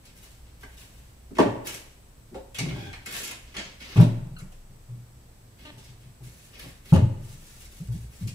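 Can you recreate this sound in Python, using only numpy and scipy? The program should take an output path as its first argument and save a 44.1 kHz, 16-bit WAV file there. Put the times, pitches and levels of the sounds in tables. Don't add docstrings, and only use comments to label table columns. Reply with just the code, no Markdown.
import sys
import numpy as np
from scipy import signal
from scipy.fft import rfft, irfft
from scipy.io import wavfile
from scipy.ndimage import uniform_filter1d

SR = 44100
rng = np.random.default_rng(int(sys.argv[2]) if len(sys.argv) > 2 else 0)


def log_audio(samples):
    frames = np.atleast_2d(samples).T
    limited = np.clip(frames, -1, 1)
    pcm = np.round(limited * 32767).astype(np.int16)
    wavfile.write(sys.argv[1], SR, pcm)


N = 367794


def undb(db):
    return 10 ** (np.asarray(db) / 20)


def unit(x):
    return x / np.sqrt(np.mean(x ** 2))


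def band(x, hz, octaves, order=2):
    edges = np.clip(hz * 2 ** (np.array([-.5, .5]) * octaves), 10, SR / 2.1)
    return signal.sosfilt(signal.butter(order, edges, "bandpass", fs=SR, output="sos"), x)


def walk(rate):
    k = int(SR / rate)
    held = np.repeat(rng.standard_normal(N // k + 1), k)
    return 1.37 * uniform_filter1d(held, k)[:N]


def swell(start, rise, hold, db, fade):
    t = np.arange(N) / SR - start
    attack = np.clip(t / max(rise, .002), 0, 1)
    fading = np.clip(t - rise - hold, 0, 2)
    return attack * undb(db - max(fade, 5) * fading)


def ring(modes, size=SR):
    t = np.arange(size) / SR
    out = np.zeros(size)
    for k, (hz, db, t60) in enumerate(modes):
        decay = 1000. ** (-t / t60)
        out += (-1) ** k * undb(db) * np.sin(2 * np.pi * hz * t) * decay
    return out / np.abs(out).max()


def add(out, s, x):
    i = int(s * SR)
    out[i:i + len(x)] += x[:N - i]


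# frequency in Hz, relative level per Hz in dB.
FLOOR = [(15, -16), (25, 2.5), (86, -7.5), (116, -2.5), (144, -10), (227, -15), (368, -20.5), (537, -22.5),
         (741, -25.5), (1340, -30.5), (3340, -35), (7910, -36), (15500, -39)]
FLOOR_RMS_DB = -52
# time in seconds, level in dB.
RUMBLE = [(0.0, -60), (.3, -54), (1.4, -51.5), (1.9, -64), (2.74, -46), (3.3, -58), (3.9, -55), (4.6, -61),
          (5.1, -59), (5.83, -58), (6.85, -57), (7.4, -57.5), (8.0, -41), (8.34, -52.5)]
# centre in Hz, width in Hz, level in dB.
WHINE = (7980, 330, -70)


def floor():
    hz = np.maximum(np.fft.rfftfreq(N, 1 / SR), 1)
    floor_hz, floor_db = np.array(FLOOR).T
    shape = undb(np.interp(np.log(hz), np.log(floor_hz), floor_db))
    mid, side = rfft(rng.standard_normal((2, N))) * shape
    side = side * np.clip(hz / 700, 0, 1)
    tone = undb(FLOOR_RMS_DB) * unit(irfft(np.array([mid + side, mid - side]), N))
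    hum_db = np.interp(np.arange(N) / SR, *np.array(RUMBLE).T)
    hum = undb(hum_db) * unit(band(rng.standard_normal(N), 60.05, 0.15))
    whine_hz, width_hz, whine_db = WHINE
    whine_octaves = width_hz / whine_hz / np.log(2)
    whine = undb(whine_db) * unit(band(rng.standard_normal((2, N)), whine_hz, whine_octaves))
    return tone + hum + whine


RUSTLE_RISE_S, RUSTLE_RISE_SHARE = 0.0038, 0.18
RUSTLE_LOW_DB = -15.5
# start in seconds, hold in seconds,
# body level in dB before the mix, bright band relative to the body in dB, fade in dB per second.
RUSTLE = [(0.029, 0.015, -64.5, 2, 110), (0.153, 0.017, -68.5, 9, 131), (0.211, 0.014, -63.5, 8, 105),
          (0.444, 0.015, -72, -9, 93), (0.595, 0.028, -66.5, 6, 80), (0.775, 0.017, -63.5, 6, 48),
          (1.641, 0.075, -52, 5.5, 139), (2.598, 0.18, -58, -2.5, 74), (3.052, 0.018, -50, -2, 198),
          (3.099, 0.082, -50, 7, 296), (3.201, 0.1, -57, -3, 307), (3.285, 0.025, -55, -11, 248),
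          (3.44, 0.16, -65, -10, 295), (3.561, 0.017, -49, -44, 110), (3.781, 0.17, -53, -3, 342),
          (3.998, 0.0076, -45, 2, 366), (5.569, 0.079, -64.5, 0, 65), (5.813, 0.042, -69, 2, 198),
          (5.997, 0.019, -70.5, 4, 153), (6.2, 0.22, -69, 9, 50), (6.526, 0.037, -58.5, -10, 148),
          (6.576, 0.04, -56, 5.5, 139), (6.832, 0.078, -60.5, 3, 215), (7.18, 0.39, -65.5, 9, 150),
          (7.688, 0.12, -68, 10, 194), (7.902, 0.09, -66, 9.5, 195), (8.092, 0.11, -65, 8, 159)]


def rustle():
    slips = rng.standard_normal(N) * undb(2.9 * rng.exponential(size=N))
    slips = slips * undb(2.6 * walk(200) + 1.2 * walk(40))
    body = unit(band(slips, 3120, 1.9)) + undb(RUSTLE_LOW_DB) * unit(band(slips, 226, 2.9))
    bright = unit(band(slips, 8780, 2.1))
    out = np.zeros(N)
    for s, hold, db, bright_db, fade in RUSTLE:
        rise = RUSTLE_RISE_S + RUSTLE_RISE_SHARE * hold
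        out += swell(s, rise, hold, db, fade) * (body + undb(bright_db) * bright)
    return out


CLICK_OCTAVES, CLICK_RISE_S = .9, .0015
# start in seconds, level in dB before the mix, centre in Hz,
# decay time constant in ms, treble edge relative to the centre band in dB.
CLICKS = [(.052, -54.5, 3830, 7.8, 7.5), (.63, -37, 1540, 2.2, -8), (.769, -53.5, 3320, 17, 4.5),
          (1.35, -45.5, 3240, 6.8, -3.5), (1.387, -36, 2260, 24, -7), (1.6685, -29.5, 3020, 5.2, 3.5),
          (1.7415, -33, 4240, 2.2, 7.5), (2.346, -51, 3257, 12.2, -7.5), (2.544, -38.5, 3000, 18, -3.5),
          (2.583, -30, 2420, 3.4, -19), (2.5845, -23.5, 4700, 3.9, -4), (2.685, -37, 3130, 4.5, -19),
          (2.928, -35, 1970, 5.6, -15), (3.059, -31.5, 2500, 2.9, 5.5), (3.078, -52, 2500, 3.1, -1),
          (3.14, -33.5, 2520, 14, -4.5), (3.176, -45, 2440, 15, 9), (3.232, -39.5, 3220, 23, 6.5),
          (3.275, -35, 2800, 4.7, 6), (3.31, -27, 2600, 2.2, 1.5), (3.541, -41.5, 1940, 33, -27),
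          (3.565, -27, 2760, 4.7, -35), (3.584, -29.5, 2040, 4.2, -42), (3.81, -45, 2350, 32, -16),
          (3.9644, -33.5, 2220, 8.6, -9), (4.385, -46.5, 8700, 7.5, -10), (4.4, -49.5, 1530, 9, -1),
          (4.519, -54.5, 2800, 6.3, 4), (5.651, -48, 3020, 10, -19), (5.778, -54, 3300, 21, 1.5),
          (5.836, -58, 4300, 30, -2), (5.885, -57, 3800, 13, -8), (6.03, -58, 3040, 3.6, -8),
          (6.926, -49, 1880, 5.4, -4), (6.933, -32.5, 3000, 7.7, -3.5), (6.945, -38, 2830, 6.5, -8),
          (8.272, -43.5, 3200, 11, 6)]


def clicks():
    out, t = np.zeros(N), np.arange(SR // 8) / SR
    for s, db, hz, ms, treble_db in CLICKS:
        noise = rng.standard_normal(len(t))
        edge = unit(band(noise, 7800, 2.0))
        tone = unit(band(noise, hz, CLICK_OCTAVES, order=1)) + undb(treble_db) * edge
        envelope = np.exp(-1000 * t / max(ms, 1)) * np.minimum(t / CLICK_RISE_S, 1)
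        add(out, s, undb(db) * tone * envelope)
    return out


SPOT_SHARE, SPOT_DB = .008, 2.5


def struck(blows, modes, rattle_hz, rattle_s, jingle_db):
    body, loose = np.zeros(N), np.zeros(N)
    loose_decay = np.exp(-np.arange(SR // 4) / SR / rattle_s)
    for s, db, ms, rattle_db in blows:
        push = np.sin(np.pi * np.arange(0, 1, 1000 / SR / max(ms, .2)))
        spot = rng.standard_normal((len(modes), 2))
        here = [(hz * (1 + SPOT_SHARE * shift), mode_db + SPOT_DB * tilt, t60)
                for (hz, mode_db, t60), (shift, tilt) in zip(modes, spot)]
        add(body, s, undb(db) * np.convolve(push / push.sum(), ring(here, size=SR // 3)))
        add(loose, s, undb(db + rattle_db) * loose_decay)
    noise = rng.standard_normal(N)
    rattle = unit(band(noise, rattle_hz, 0.82, order=1))
    jingle = undb(jingle_db) * unit(band(noise, 8400, 0.12))
    return body + loose * undb(5.4 * walk(150)) * (rattle + jingle)


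LOOSE_DB, LOOSE_DB_PER_MS = -10, 14.5
# start in seconds, level in dB before the mix, contact in ms.
BANGS = [(0.629, -52, 0.23), (1.308, -41, 1.7), (1.369, -36, 0.7), (1.385, -12.5, 0.83), (1.407, -38, 0.71),
         (1.44, -22.5, 3.4), (1.467, -34, 0.61), (2.314, -35.5, 2.85), (2.344, -43, 0.51), (5.602, -49, 3),
         (5.651, -61, 0.4)]
# frequency in Hz, relative level in dB, t60 in seconds.
DOOR = [(171, -14, 0.15), (265, 7, 0.047), (294, 0.5, 0.075), (355, 4, 0.05), (410, 1, 0.12),
        (453, -3, 0.07), (553, -5, 0.118), (637, -1.5, 0.053), (731, -13, 0.1113), (844, 4, 0.044),
        (964, 6.5, 0.039), (1144, 4.5, .035), (1450, 7, .02), (1980, 6.5, 0.02)]


def lower_door():
    blows = [(s, db, ms, LOOSE_DB - LOOSE_DB_PER_MS * ms) for s, db, ms in BANGS]
    return struck(blows, DOOR, rattle_hz=1500, rattle_s=0.012, jingle_db=-36.0)


# start in seconds, flex level in dB before
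# the mix, flex frequency in Hz, flex length in ms, knock level relative to the flex in dB before the mix.
BUMPS = [(1.39, -30, 105, 49, -33), (1.46, -28.5, 112, 75, -34), (2.585, -31.5, 121, 61, -7.5),
         (3.562, -56, 150, 7, 11.5), (3.958, -20, 150, 14, -9), (3.9755, -5, 115.8, 56, -25),
         (3.9966, -8, 169, 24, -14), (4.418, -32.5, 131, 20, -23.5), (4.69, -45.5, 124.7, 53, -16),
         (4.886, -32, 120.4, 74, -32), (5.718, -47, 119, 82, -13), (5.768, -48.5, 117, 33, -11),
         (5.891, -39.5, 117, 40, -29), (6.039, -45.5, 124.5, 73, -28), (6.204, -38, 125, 83, -17.5),
         (6.637, -44, 127, 59, -3.5), (6.923, -3.5, 142, 18.6, -16.5), (6.945, -19, 170, 9.4, -29),
         (6.951, -13, 91.3, 50, -16), (6.985, -19.5, 157, 13, -13), (7.021, -10, 111.6, 36, -37),
         (7.801, -32, 143, 25, -26), (7.883, -24, 117, 61, -31), (7.945, -25, 117, 12.8, -34),
         (8.21, -30.5, 175, 26, -40), (8.228, -22.5, 108.3, 61, -37)]
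# frequency in Hz, relative level in dB, t60 in seconds.
BOOM = [(24, 30.5, 3.3), (59, 4, 0.8), (95.2, 19.5, 0.66), (116.3, 20.5, 0.58), (170, 3, 0.46),
        (229, 3.5, 0.22)]


def flex(bumps):
    swing = np.zeros(N)
    for s, db, hz, ms, _ in bumps:
        t = np.arange(0, max(ms, 5) / 1000, 1 / SR)
        arch = np.sqrt(np.sin(np.pi * t / t[-1]) + 1e-9)
        add(swing, s, undb(db) * np.sin(2 * np.pi * hz * t) * arch)
    return swing + undb(-54.5) * signal.fftconvolve(swing, ring(BOOM))[:N]


KNOCK_MS, KNOCK_LAG_S = 0.61, 0.001624
RATTLE_DB = -24
# frequency in Hz, relative level in dB, t60 in seconds.
CABINET = [(170, 1, 0.17), (219, -10.5, 0.13), (248, -7.5, 0.15), (276.4, 1, 0.134), (344.4, -2.5, 0.13),
           (375.6, -6.5, 0.12), (402, -1.5, 0.1), (542, -8, 0.18), (598, -3, 0.093), (644, 0.5, 0.044),
           (834, 4, 0.032), (940, 1.5, 0.025), (1100, 0, 0.035), (1400, 2, 0.015)]


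def cabinet_knocks(bumps):
    knocks = [(s + KNOCK_LAG_S, db + knock_db, KNOCK_MS, RATTLE_DB) for s, db, _, _, knock_db in bumps]
    return struck(knocks, CABINET, rattle_hz=1108, rattle_s=0.017, jingle_db=-18.5)


# start in seconds, peak in dB before the mix.
TAPS = [(2.345, -36.5), (2.358, -45), (4.512, -55)]
# frequency in Hz, relative level in dB, t60 in seconds.
BOX = [(530, 1, 0.084), (734, -5, 0.072), (1060, 3, 0.017), (1400, -2, 0.021)]


def box_taps():
    out = np.zeros(N)
    for s, db in TAPS:
        add(out, s, undb(db) * ring(BOX))
    return out


# start in seconds, peak in dB before the mix.
SNAPS = [(2.583, -25.5), (2.607, -46), (2.684, -37), (2.704, -40), (2.93, -43)]
# frequency in Hz, relative level in dB, t60 in seconds.
CATCH = [(2140, 1, 0.031), (2200, -11, 0.097), (2270, -1, 0.035), (2560, -6, 0.036), (2860, -10, 0.049),
         (5000, -24, 0.027)]


def catch_snaps():
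    out = np.zeros(N)
    for s, db in SNAPS:
        add(out, s, undb(db) * ring(CATCH))
    return out


SHUDDER_S, SHUDDER_DB, SHUDDER_HZ, SHUDDER_MS, SHUDDER_KNOCK_DB = 2.604, -28.5, 155.3, 60, -7
SHUDDER_GAP_S, SHUDDER_FADE_DB, SHUDDER_SAG = .051, 1.93, .91


def shudder(count):
    return [(SHUDDER_S + k * SHUDDER_GAP_S, SHUDDER_DB - k * SHUDDER_FADE_DB,
             SHUDDER_HZ * SHUDDER_SAG ** k, SHUDDER_MS, SHUDDER_KNOCK_DB) for k in range(count)]


HINGE_S, HINGE_HOLD_S, HINGE_RISE_S, HINGE_HZ, HINGE_DB = 2.71, .17, .04, 795, -58
# multiple of the slip rate, relative level in dB.
HINGE_PARTS = [(1, -12), (1.98, -4), (3.05, -7), (4.2, -5), (6.9, -19), (8.65, -17)]


def hinge():
    rate = HINGE_HZ * (1 + .03 * walk(400) + .008 * walk(25))
    phase = 2 * np.pi * np.cumsum(rate) / SR
    plate = sum(undb(db) * np.sin(k * phase) for k, db in HINGE_PARTS)
    envelope = swell(HINGE_S, HINGE_RISE_S, HINGE_HOLD_S, HINGE_DB, fade=400)
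    return envelope * undb(4.5 * walk(250)) * plate


CREAK_RISE_S, CREAK_FADE_DB_S, CREAK_TOP_HZ, WARBLE_HZ = .003, 900, 4400, 70
# start in seconds, hold in seconds, slip rate in Hz,
# end rate in Hz, level in dB before the mix, overtone slope in dB per octave, warble as a share of the slip rate.
CREAKS = [(4.363, .036, 1400, 1340, -53, -2, .1), (5.648, .05, 308, 300, -53, -2, .015),
          (5.764, .035, 910, 890, -59, -12, .02)]


def creaks(count):
    out, t, tremble = np.zeros(N), np.arange(SR // 8) / SR, walk(270)
    for s, hold, hz, end_hz, db, tilt_db, share in CREAKS:
        rate = np.interp(t, [0, hold], [hz, end_hz]) * (1 + .012 * tremble[int(s * SR):][:len(t)])
        phase = 2 * np.pi * np.cumsum(rate) / SR
        warble = share * hz / WARBLE_HZ * np.cos(2 * np.pi * WARBLE_HZ * t)
        tone = np.zeros(len(t))
        for k in range(1, count + 1):
            if k * hz < CREAK_TOP_HZ:
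                tone += undb(tilt_db * np.log2(k)) * np.sin(k * phase + k * k - warble)
        add(out, s, tone * swell(0, CREAK_RISE_S, hold, db, CREAK_FADE_DB_S)[:len(t)])
    return out * undb(2.5 * walk(200))


EARLY_DB, EARLY_S = 9, 0.038
PATHS_PER_S = 60
# frequency in Hz, t60 in seconds, relative level in dB.
ROOM = [(172, 0.92, -12), (244, 0.47, 0.5), (322, 0.77, -6.5), (714, 0.79, -3.5), (1270, 0.83, -10),
        (2280, 0.8, -5.5), (5400, 0.56, -6), (8320, 0.69, -2), (13400, 0.38, -21)]


def kitchen(x, count):
    t, tail = np.arange(SR // 2) / SR, 0
    room_hz, room_t60, room_db = np.array(ROOM).T
    for hz in 150 * 2 ** np.arange(0, 7, .5):
        t60 = np.interp(np.log(hz), np.log(room_hz), room_t60)
        db = np.interp(np.log(hz), np.log(room_hz), room_db)
        mid, side = unit(band(rng.standard_normal((2, count, 1, SR // 2)), hz, 0.58))
        share = np.clip((hz - 90) / 550, 0, 1)
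        stereo = mid + share * side * np.array([[1], [-1]])
        tail = tail + undb(db) * stereo * 1000. ** (-t / t60) / np.sqrt(t60 * SR)
    tail = tail * (1 + undb(EARLY_DB) * np.exp(-t / EARLY_S)) * (1 - np.exp(-t / 0.000063))
    paths = np.array([walk(PATHS_PER_S) for _ in range(count)])
    paths = paths / np.sqrt(np.sum(paths ** 2, axis=0) + 1e-9)
    return signal.oaconvolve((x * paths)[:, None], tail, axes=2).sum(axis=0)[:, :N]


LEFT_LAG = 8


def scene():
    rubs = rustle() + hinge()
    ticks = clicks() + box_taps() + catch_snaps()
    lower = lower_door()
    bumps = BUMPS + shudder(count=6)
    boom = flex(bumps)
    upper = cabinet_knocks(bumps)
    joints = creaks(count=14)
    direct = boom + undb(5.0) * upper + undb(7.0) * lower + undb(-6) * ticks + rubs + joints
    pair = np.array([undb(.8) * np.roll(direct, LEFT_LAG), undb(-.8) * direct])
    to_walls = undb(-14) * boom + undb(-0.5) * upper + undb(4.0) * lower
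    to_walls = to_walls + ticks + undb(3.0) * rubs + undb(-15) * joints
    return pair + kitchen(to_walls, count=3) + floor()


TOP_HZ = 15550


def record(dry):
    rounded = np.tanh(.6 * dry) / .6
    return signal.sosfilt(signal.ellip(10, .2, 70, TOP_HZ, fs=SR, output="sos"), rounded)


dry = scene()
out = record(dry)
log_audio(out)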